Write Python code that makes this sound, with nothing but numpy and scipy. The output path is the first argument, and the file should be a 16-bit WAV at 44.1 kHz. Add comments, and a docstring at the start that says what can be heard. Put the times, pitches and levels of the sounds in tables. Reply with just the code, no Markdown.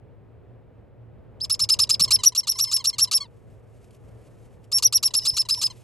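"""Parrot chicks beg close to the microphone in a small heated box. Most chirps of the near chick open with a rasp;
each has an arched whistle (a near-sine with its octave) and falls off in a hiss of filtered noise.
Soft harmonic peeps sound on the in-breath, and a second chick whistles thinly from further back.
Behind them a fan hums, feathers rustle and claws tick on paper (all shaped noise), and bodies thud on the wall.
The walls answer briefly, and two microphone ports shift the phase of the treble in opposite directions."""
import sys
import numpy as np
from scipy import signal
from scipy.fft import rfft, irfft, next_fast_len
from scipy.io import wavfile
from scipy.ndimage import uniform_filter1d, map_coordinates

SR = 44100
rng = np.random.default_rng(int(sys.argv[2]) if len(sys.argv) > 2 else 0)


def convert_level_to_amplitude(level_db):
    """Map a level in decibels to its linear amplitude factor."""
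    exponent = np.asarray(level_db, float) / 20
    return 10 ** exponent


def file_out(sig):
    """Save sig as 16-bit WAV at sys.argv[1]."""
    # one column per channel
    cols = np.atleast_2d(sig).T
    # limit, then scale
    lim = np.clip(cols, -1, 1)
    pcm = np.round(lim * 32767).astype(np.int16)
    wavfile.write(sys.argv[1], SR, pcm)


N = 257103  # samples

# Near chick, the breath of each chirp. Each row: start in seconds, reference level of the opening rasp in dB,
# reference level of the closing hiss in dB.
CHIRP_BREATHS = [(1.402, -54, -38.5), (1.496, -33, -37), (1.592, -32, -37), (1.689, -29, -33.5),
                 (1.789, -26.5, -35), (1.892, -28.5, -36), (1.995, -28, -29.5), (2.106, -25, -38.5),
                 (2.233, -27.5, -52), (2.349, -34.5, -44), (2.47, -33, -41), (2.586, -31.5, -35),
                 (2.713, -32, -31.5), (2.841, -31.5, -39), (2.982, -30.5, -32), (3.112, -31, -32.5),
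                 (4.716, -37.5, -26), (4.823, -31, -74), (4.924, -31.5, -40.5), (5.027, -29.5, -39),
                 (5.137, -31.5, -44), (5.25, -31.5, -58), (5.366, -31, -39.5), (5.487, -31.5, -38),
                 (5.613, -31, -34)]
# Near chick, the whistle of each chirp, row for row with the breaths. Each row: time of locking in in seconds,
# length in seconds, top pitch in Hz, level at both ends in dB before box colour, swell in the middle in dB.
CHIRP_WHISTLES = [(1.416, 0.032, 5330, -22.5, -11), (1.509, 0.036, 5436, -20.5, -0.5),
                  (1.6083, 0.034, 5410, -20, -1.8), (1.7056, 0.034, 5326, -14.5, -5.5),
                  (1.804, 0.034, 5396, -15, -5.5), (1.9109, 0.034, 5324, -13, -10.5),
                  (2.0131, 0.035, 5453, -16.5, -1.6), (2.1241, 0.035, 5573, -15, -4.5),
                  (2.2518, 0.037, 5780, -30, 17.5), (2.369, 0.034, 5677, -28, 7.5),
                  (2.488, 0.035, 5754, -23.5, 0), (2.6038, 0.042, 5684, -22.5, -1),
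                  (2.7334, 0.036, 5590, -23.5, 3.5), (2.864, 0.036, 5640, -22, 0.2),
                  (3.0093, 0.037, 5606, -22.5, 5.5), (3.1414, 0.035, 5530, -20, 1),
                  (4.728, 0.0581, 5546, -25, 4.5), (4.8389, 0.037, 5780, -21, 4.5),
                  (4.9392, 0.037, 5683, -21, 2.2), (5.0408, 0.037, 5570, -22, 1),
                  (5.1534, 0.038, 5517, -21, -0.5), (5.2731, 0.029, 5426, -23, 4.5),
                  (5.3865, 0.032, 5385, -23.5, 4.5), (5.5097, 0.034, 5267, -19.5, -3.7),
                  (5.64, 0.028, 5244, -21.5, -0.2)]
# Near chick, in-breath peeps. Each row: start in seconds, length in seconds, first pitch in Hz,
# reference level in dB.
INBREATH_PEEPS = [(1.765, 0.012, 1000, -50), (1.87, 0.017, 990, -48), (2.077, 0.027, 1080, -32.5),
                  (2.187, 0.051, 1002, -38.5), (2.321, 0.019, 1023, -43.5), (2.431, 0.036, 1033, -42.5),
                  (2.553, 0.029, 1050, -43), (2.672, 0.042, 1054, -40), (2.798, 0.039, 1060, -38),
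                  (2.928, 0.05, 1060, -38), (3.073, 0.031, 1013, -42), (3.202, 0.066, 1079, -33.5),
                  (4.996, 0.0116, 980, -71), (5.106, 0.018, 987, -43.5), (5.219, 0.04, 970, -45),
                  (5.335, 0.028, 1000, -46), (5.451, 0.024, 1010, -43), (5.573, 0.022, 995, -41.5),
                  (5.7, 0.032, 1048, -38.5)]
# Second chick, held whistles. Each row: start of the hold in seconds, length in seconds, first pitch in Hz,
# last pitch in Hz, level halfway in dB before box colour.
FAR_WHISTLES = [(2.525, .065, 5100, 5600, -40.5), (2.645, .075, 5290, 5240, -35.5),
                (2.77, .027, 5370, 5080, -34.5), (5.195, .065, 5090, 5220, -38),
                (5.305, .07, 5173, 5386, -37), (5.545, .045, 5290, 5500, -36),
                (5.592, .02, 5550, 5100, -33)]
# Colour of throat and open beak in rasp and breath. Each row: frequency in Hz, relative level in dB.
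THROAT_COLOUR = [(700, -25.5), (1200, -11), (1550, -24), (2100, -20), (2800, -7), (3350, -10.5), (4280, 5),
                 (4900, -3.5), (7200, -1), (9800, -10.5), (11200, -7), (12600, -21), (13600, -50),
                 (15400, -54)]
# Colour of the in-breath peeps. Each row: frequency in Hz, relative level in dB.
INBREATH_COLOUR = [(1100, -6.5), (2250, -12.5), (4400, 4), (5500, -6), (7800, -8), (11400, -27.5),
                   (13000, -31.5)]
# What box and microphone do to a pure tone. Each row: frequency in Hz, gain in dB.
BOX_COLOUR = [(2000, -14), (4300, -6.5), (4950, -5), (5100, 3), (5430, -1.5), (5700, 3), (6200, -3),
              (9800, -16), (11050, 5), (11400, -1), (12500, -18.5)]
# Spectrum of the fan. Each row: frequency in Hz, relative density in dB per Hz.
FAN_SPECTRUM = [(25, -25), (55, -12), (95, -8.5), (114, 1), (140, -14.5), (313, -20.5), (466, -17.5),
                (969, -33.5), (2410, -45), (6000, -67.5)]
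# The fan swells, dips and settles. Each row: time in seconds, level in dB before a small random sway.
FAN_LEVEL = [(1.2, -48), (2.1, -43), (2.35, -52), (3.2, -48.5), (5.83, -48)]
# Spectrum of feathers on paper. Each row: frequency in Hz, relative density in dB per Hz.
RUSTLE_SPECTRUM = [(1200, -24.5), (2500, -8.5), (4000, -15), (9000, -13.5), (11500, -11), (12700, -47.5)]
# Course of the rustle. Each row: time in seconds, level in dB before its random waves.
RUSTLE_COURSE = [(1.3, -100), (1.5, -77.5), (3.3, -76), (3.9, -72.5), (4.02, -74), (4.1, -69), (4.65, -70),
                 (4.75, -82.5), (5.7, -61.5), (5.83, -61.5)]
# Claws on paper. Each row: start in seconds, drive in dB before the attack and decay.
CLAW_TICKS = [(3.8427, -59), (3.9071, -57.5), (3.9454, -56.5), (4.6412, -58)]
# Bodies against the wall. Each row: start in seconds, level in dB before attack and decay, settling pitch in Hz.
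WALL_BUMPS = [(.83, -38.5, 55), (1.187, -31.5, 62), (1.48, -32.5, 55.54), (1.612, -34, 85),
              (1.632, -33, 52), (2.007, -24.5, 121), (2.047, -32, 62), (2.136, -31.5, 61.9),
              (2.168, -36, 64.7), (5.33, -31, 59.2)]
# Left-right likeness of the fan before the ports' phase shift. Each row: frequency in Hz, correlation (1 = alike).
FAN_LIKENESS = [(60, 0.94), (270, 0.064), (700, 0.77), (3000, 0.92)]
# Phase between the microphone ports. Each row: frequency in Hz, lead of the left in radians.
PORT_PHASE = [(1000, 0.5), (5500, .5), (8700, 0), (9900, -2.5), (10800, -4.5), (11600, -5.5), (12600, -4.5),
              (14900, -10.5)]

SLIDE_S, RUN_UP_DB = 0.0077, 10  # a whistle's run-up to its pitch; how much fainter it is where that begins
SLIDE_DEPTH, GLIDE_DEPTH = 0.065, 0.47  # share of the pitch climbed in the run-up, after and without a rasp
FAINT_DB = -40  # a chirp pushed no harder than this has no rasp
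LOCK_HZ, FLAT_PER_S = 4990, 65  # ends of the near chick's arch; the longer it is held, the flatter its top
LATE_TOP = 0.046  # share of its length by which the top comes after the middle
FLUTTER_DB = 1.5  # unsteadiness of the near whistle's level
LANDING_HZ, LANDING_S, LANDING_DB = 1150, 0.008, -14  # slack note: first pitch, delay, peak over hiss reference
ECHO_S, ECHO_DB = 0.0045, -11  # latest close reflection; level of each against the direct sound
STRAIN_HZ, EASY_HZ = 200, 60  # second chick's pitch shake while it pushes up, and while it lets the note sink
EFFORT_DB_PER_KHZ = 4  # the second chick grows louder as it pushes the pitch up


def unit(x):
    """Scaled to rms 1."""
    return x / np.sqrt(np.mean(x ** 2) + 1e-20)


def along(points, hz):
    """Reads (Hz, value) points on a log frequency axis."""
    f, v = np.transpose(points)
    return np.interp(np.log(hz + 1), np.log(f + 1), v)


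def curve(rows):
    """One value per sample from (seconds, value) rows."""
    return np.interp(np.arange(N) / SR, *np.transpose(rows))


def wobble(rate, size=N):
    """A smooth random curve with rate knots a second."""
    knots = rng.standard_normal(int(size * rate / SR) + 4)
    return map_coordinates(knots, [np.arange(size) * rate / SR])


def filtered(x, response):
    """Multiplies the spectrum of x by a complex response of frequency."""
    m = next_fast_len(N + SR // 2)
    return irfft(rfft(x, m) * response(np.fft.rfftfreq(m, 1 / SR)), m)[..., :N]


def coloured_noise(colour):
    """White noise shaped by (Hz, dB) points, at rms 1."""
    return unit(filtered(rng.standard_normal(N), lambda hz: convert_level_to_amplitude(along(colour, hz))))


def add(track, s, x):
    """Mixes x into the track from second s."""
    track[round(s * SR):][:len(x)] += x


def times(length):
    """Sample times of a stretch, in seconds."""
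    return np.arange(round(length * SR)) / SR


def fan():
    """Low hum and rush: shared mid and side noise make the two ports partly alike, by frequency."""
    def mid_side_gains(hz):
        turn = np.arccos(np.clip(along(FAN_LIKENESS, hz), -1, 1)) / 2
        return convert_level_to_amplitude(along(FAN_SPECTRUM, hz)) * [np.cos(turn), np.sin(turn)]

    mid, side = filtered(rng.standard_normal((2, N)), mid_side_gains)
    level = convert_level_to_amplitude(curve(FAN_LEVEL) + 1.1 * wobble(10))
    return level * unit(np.array([mid + side, mid - side]))


def bumps():
    """Soft low thuds of bodies on the wall: decaying sines that drop quickly to their settling pitch."""
    track, t = np.zeros(N), times(0.1)
    for s, db, hz in WALL_BUMPS:
        turn = 2 * np.pi * hz * (t + 0.0066 * (1 - np.exp(-t / 0.006)))
        envelope = convert_level_to_amplitude(db - 60 * t / 0.076) * (1 - np.exp(-t / 0.0026))
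        add(track, s, envelope * np.sin(turn))
    return track


def rustle():
    """Friction noise on paper: feathers brush in uneven waves, claws tick in short bursts."""
    waves_db = 1.8 * wobble(8) + 2.2 * wobble(22) + 1.8 * wobble(99)
    drive = convert_level_to_amplitude(curve(RUSTLE_COURSE) + waves_db)
    t = times(0.01097)
    for s, db in CLAW_TICKS:
        add(drive, s, convert_level_to_amplitude(db - 60 * t / 0.038) * (1 - np.exp(-t / 0.001113)))
    return drive * coloured_noise(RUSTLE_SPECTRUM)


def box(x):
    """Short answer of the walls: decaying noise that lingers a little around the whistle's pitch."""
    hz, t, z = signal.stft(rng.standard_normal((2, SR // 5)), SR, nperseg=128)
    t60 = along([(1000, 0.055), (4900, 0.037), (5300, 0.078), (5700, 0.042)], hz)  # seconds to fall 60 dB
    tail = signal.istft(z * convert_level_to_amplitude(-60 * t / t60[:, None]), SR, nperseg=128)[1]
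    left_right = tail[0] + 0.49 * tail[1] * np.array([[1], [-1]])
    return signal.fftconvolve(x[None], left_right / np.linalg.norm(tail[0]), axes=1)[:, :N]


def near_walls(x):
    """Close copies from nest and walls; the head has moved, so every call gets new paths and new dropouts."""
    paths = np.zeros(round(ECHO_S * SR) + 1)
    paths[0] = 1
    delay, sign = rng.random((2, 4))
    places = np.round((0.2 + 0.8 * delay) * ECHO_S * SR).astype(int)
    paths[places] = convert_level_to_amplitude(ECHO_DB) * np.sign(sign - 0.5)
    heard = np.convolve(x, paths)
    return heard * np.linalg.norm(x) / np.linalg.norm(heard)


def stack(hz, colour, flutter_db, count):
    """Harmonics of a pitch curve, each weighted by the colour at its own frequency and fluttering on its own."""
    k = np.arange(1, count + 1)[:, None]
    flutter = flutter_db * np.array([wobble(230, size=len(hz)) for _ in k])
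    turn = 2 * np.pi * (k * np.cumsum(hz) / SR + rng.random(k.shape))
    return np.sqrt(2) * np.sum(convert_level_to_amplitude(along(colour, k * hz) + flutter) * np.cos(turn), axis=0)


def whistle(rows, shake_hz, flutter_db, overtone_db, fall, slide=SLIDE_S, depth=SLIDE_DEPTH):
    """A near-sine with its octave; it slides up into place, and as the breath fails it plunges, shakes and fades."""
    s, hz, db = np.transpose(rows)
    t = s[0] - slide + times(slide + s[-1] - s[0] + fall)
    early = np.clip((s[0] - t) / slide, 0, 1)  # 1 to 0 over the run-up
    late = np.clip((t - s[-1]) / fall, 0, 1)  # 0 to 1 over the fall
    bend = 1 - 0.66 * (1 - np.exp(-2.6 * late)) - depth * early ** 1.6
    shake = (shake_hz + 350 * late) * wobble(450, size=len(t))
    pitch = uniform_filter1d(np.interp(t, s, hz) * bend, size=120) + shake
    level_db = flutter_db * wobble(210, size=len(t)) - 19 * late ** 0.5 - RUN_UP_DB * early
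    turn = 2 * np.pi * np.cumsum(pitch) / SR
    tone = convert_level_to_amplitude(np.interp(t, s, db) + along(BOX_COLOUR, pitch)) * np.sin(turn)
    octave_colour_db = uniform_filter1d(along(BOX_COLOUR, 2 * pitch), size=80)
    octave = convert_level_to_amplitude(db.mean() + overtone_db + octave_colour_db - 49 * late) * np.sin(2 * turn)
    return np.sqrt(2) * convert_level_to_amplitude(level_db) * np.sqrt(1 - early) * (1 - late) * (tone + octave)


def second_chick():
    """A thin whistle from further back, with breath noise that follows its level."""
    track, air = np.zeros((2, N))
    for s, length, first_hz, last_hz, db in FAR_WHISTLES:
        push_db = EFFORT_DB_PER_KHZ * (last_hz - first_hz) / 2000  # half the rise, either side of the middle
        rows = [(s, first_hz, db - push_db), (s + length, last_hz, db + push_db)]
        shake_hz = STRAIN_HZ if last_hz > first_hz else EASY_HZ
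        call = whistle(rows, shake_hz, flutter_db=1.0, overtone_db=-10.5, fall=0.0027)
        add(track, s - SLIDE_S, call)
        add(air, s - SLIDE_S, uniform_filter1d(np.abs(call), size=200))
    return track + convert_level_to_amplitude(-16.5) * air * coloured_noise(THROAT_COLOUR)


def peeps():
    """Soft in-breath harmonics that hold, then sink in pitch and level, the upper partials first."""
    track = np.zeros(N)
    for s, length, hz, db in INBREATH_PEEPS:
        u = times(length) / length
        bend = 1 + 4 * length * u * (1 - u) - 0.23 * u ** 1.7
        pitch = hz * bend + 12 * wobble(300, size=len(u))
        sink = np.clip((u - 0.33) / 0.45, 0, 1.5)
        note = stack(pitch, INBREATH_COLOUR, flutter_db=2.5, count=11)
        dull = uniform_filter1d(note, size=9)
        body = convert_level_to_amplitude(-6 - 24 * sink) * note + convert_level_to_amplitude(-13 - 6 * sink) * dull
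        edge = np.clip(u / 0.067, 0, 1) * np.clip((1 - u) / 0.1, 0, 1)
        add(track, s, near_walls(convert_level_to_amplitude(db) * edge * body))
    return track


def arch(s, length, top_hz, db, swell_db):
    """(seconds, Hz, dB) rows of a whistle that bows up from the locking pitch and back."""
    away = np.linspace(-1, 1, num=25)  # 0 at the top
    bow = 1 - away ** 2
    when = s + length * ((away + 1) / 2 + LATE_TOP * bow)
    pitch = top_hz - (top_hz - LOCK_HZ) * np.abs(away) ** (FLAT_PER_S * length)
    return np.transpose([when, pitch, db + swell_db * bow])


def rasp(lock, rasp_db):
    """The membranes start near 1.1 kHz, tighten, and turn chaotic before the whistle locks in."""
    t = times(lock + 0.0025)
    edge = np.clip(t / 0.0033, 0, 1) * np.clip((t[-1] - t) / 0.0041, 0, 1)
    shape = convert_level_to_amplitude(-2.5 * np.exp(-t / 0.012)) * edge
    chaos = (t / t[-1]) ** 2.5
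    pitch = 1080 + 16000 * t + 350 * chaos + (15 + 170 * chaos) * wobble(900, size=len(t))
    voice = convert_level_to_amplitude(rasp_db + 7) * shape * unit(stack(pitch, THROAT_COLOUR, flutter_db=3.5, count=10))
    air = convert_level_to_amplitude(rasp_db + 1) * shape * (0.3 + chaos)
    puff = convert_level_to_amplitude(rasp_db - 6 - 60 * t / 0.02) * shape  # the beak pops open
    return voice, air, puff


def landing_note(hiss_db):
    """A short slack note, sinking in pitch, under the closing hiss."""
    t = times(0.011)
    return convert_level_to_amplitude(hiss_db + LANDING_DB) * np.hanning(len(t)) * np.sin(2 * np.pi * LANDING_HZ * t * (1 - 8 * t))


def escaping_air(end, rasp_db, hiss_db):
    """Drive of the breath noise: air leaks past the whistle and bursts out as it ends."""
    t = times(end + 0.044)
    leak = convert_level_to_amplitude(rasp_db + 1 - 420 * t) * (t < end) * np.clip(t / 0.0016, 0, 1)
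    decay = convert_level_to_amplitude(hiss_db - 60 * np.clip(t - end - 0.004, 0, 1) / 0.028)
    return leak + decay * np.clip((t - end + 0.0045) / 0.0022, 0, 1)


def chirps():
    """The near chick: voiced rasp, whistle and slack note, with turbulent breath coloured by the throat."""
    tones, air, puffs = np.zeros((3, N))
    for (s, rasp_db, hiss_db), call in zip(CHIRP_BREATHS, CHIRP_WHISTLES):
        rows = arch(*call)
        lock, end = rows[0][0] - s, rows[-1][0] - s
        slide, depth = lock, GLIDE_DEPTH  # without a rasp the whistle glides up from the start
        if rasp_db > FAINT_DB:
            slide, depth = SLIDE_S, SLIDE_DEPTH
            for track, part in zip((tones, air, puffs), rasp(lock, rasp_db)):
                add(track, s, part)
        note = whistle(rows, shake_hz=25.6, flutter_db=FLUTTER_DB, overtone_db=-4, fall=0.015,
                       slide=slide, depth=depth)
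        add(tones, rows[0][0] - slide, near_walls(note))
        add(tones, s + end + LANDING_S, landing_note(hiss_db))
        add(air, s, escaping_air(end, rasp_db, hiss_db))
    grain = convert_level_to_amplitude(3 * wobble(350))  # the turbulence comes in uneven clumps
    breath = air * coloured_noise(THROAT_COLOUR) * grain
    # differencing twice makes the puffs bright
    bright_puffs = np.gradient(np.diff(puffs * rng.standard_normal(N), prepend=0))
    return tones + breath + bright_puffs


def scene():
    """All sources in the box; only the birds' voices excite the wall answer."""
    birds = chirps() + peeps() + second_chick()
    return birds + convert_level_to_amplitude(-12.5) * box(birds) + rustle() + bumps() + fan()


def low_pass(x):
    """Removes everything above the highest recorded frequency."""
    return signal.sosfilt(signal.butter(12, 16960, fs=SR, output="sos"), x)


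def record(dry):
    """Two microphone ports turn the phase in opposite directions, half of the difference each."""
    sides = np.array([[1], [-1]])
    ports = filtered(dry, lambda hz: np.exp(0.5j * along(PORT_PHASE, hz) * sides))
    return low_pass(ports)


dry = scene()
out = record(dry)
file_out(out)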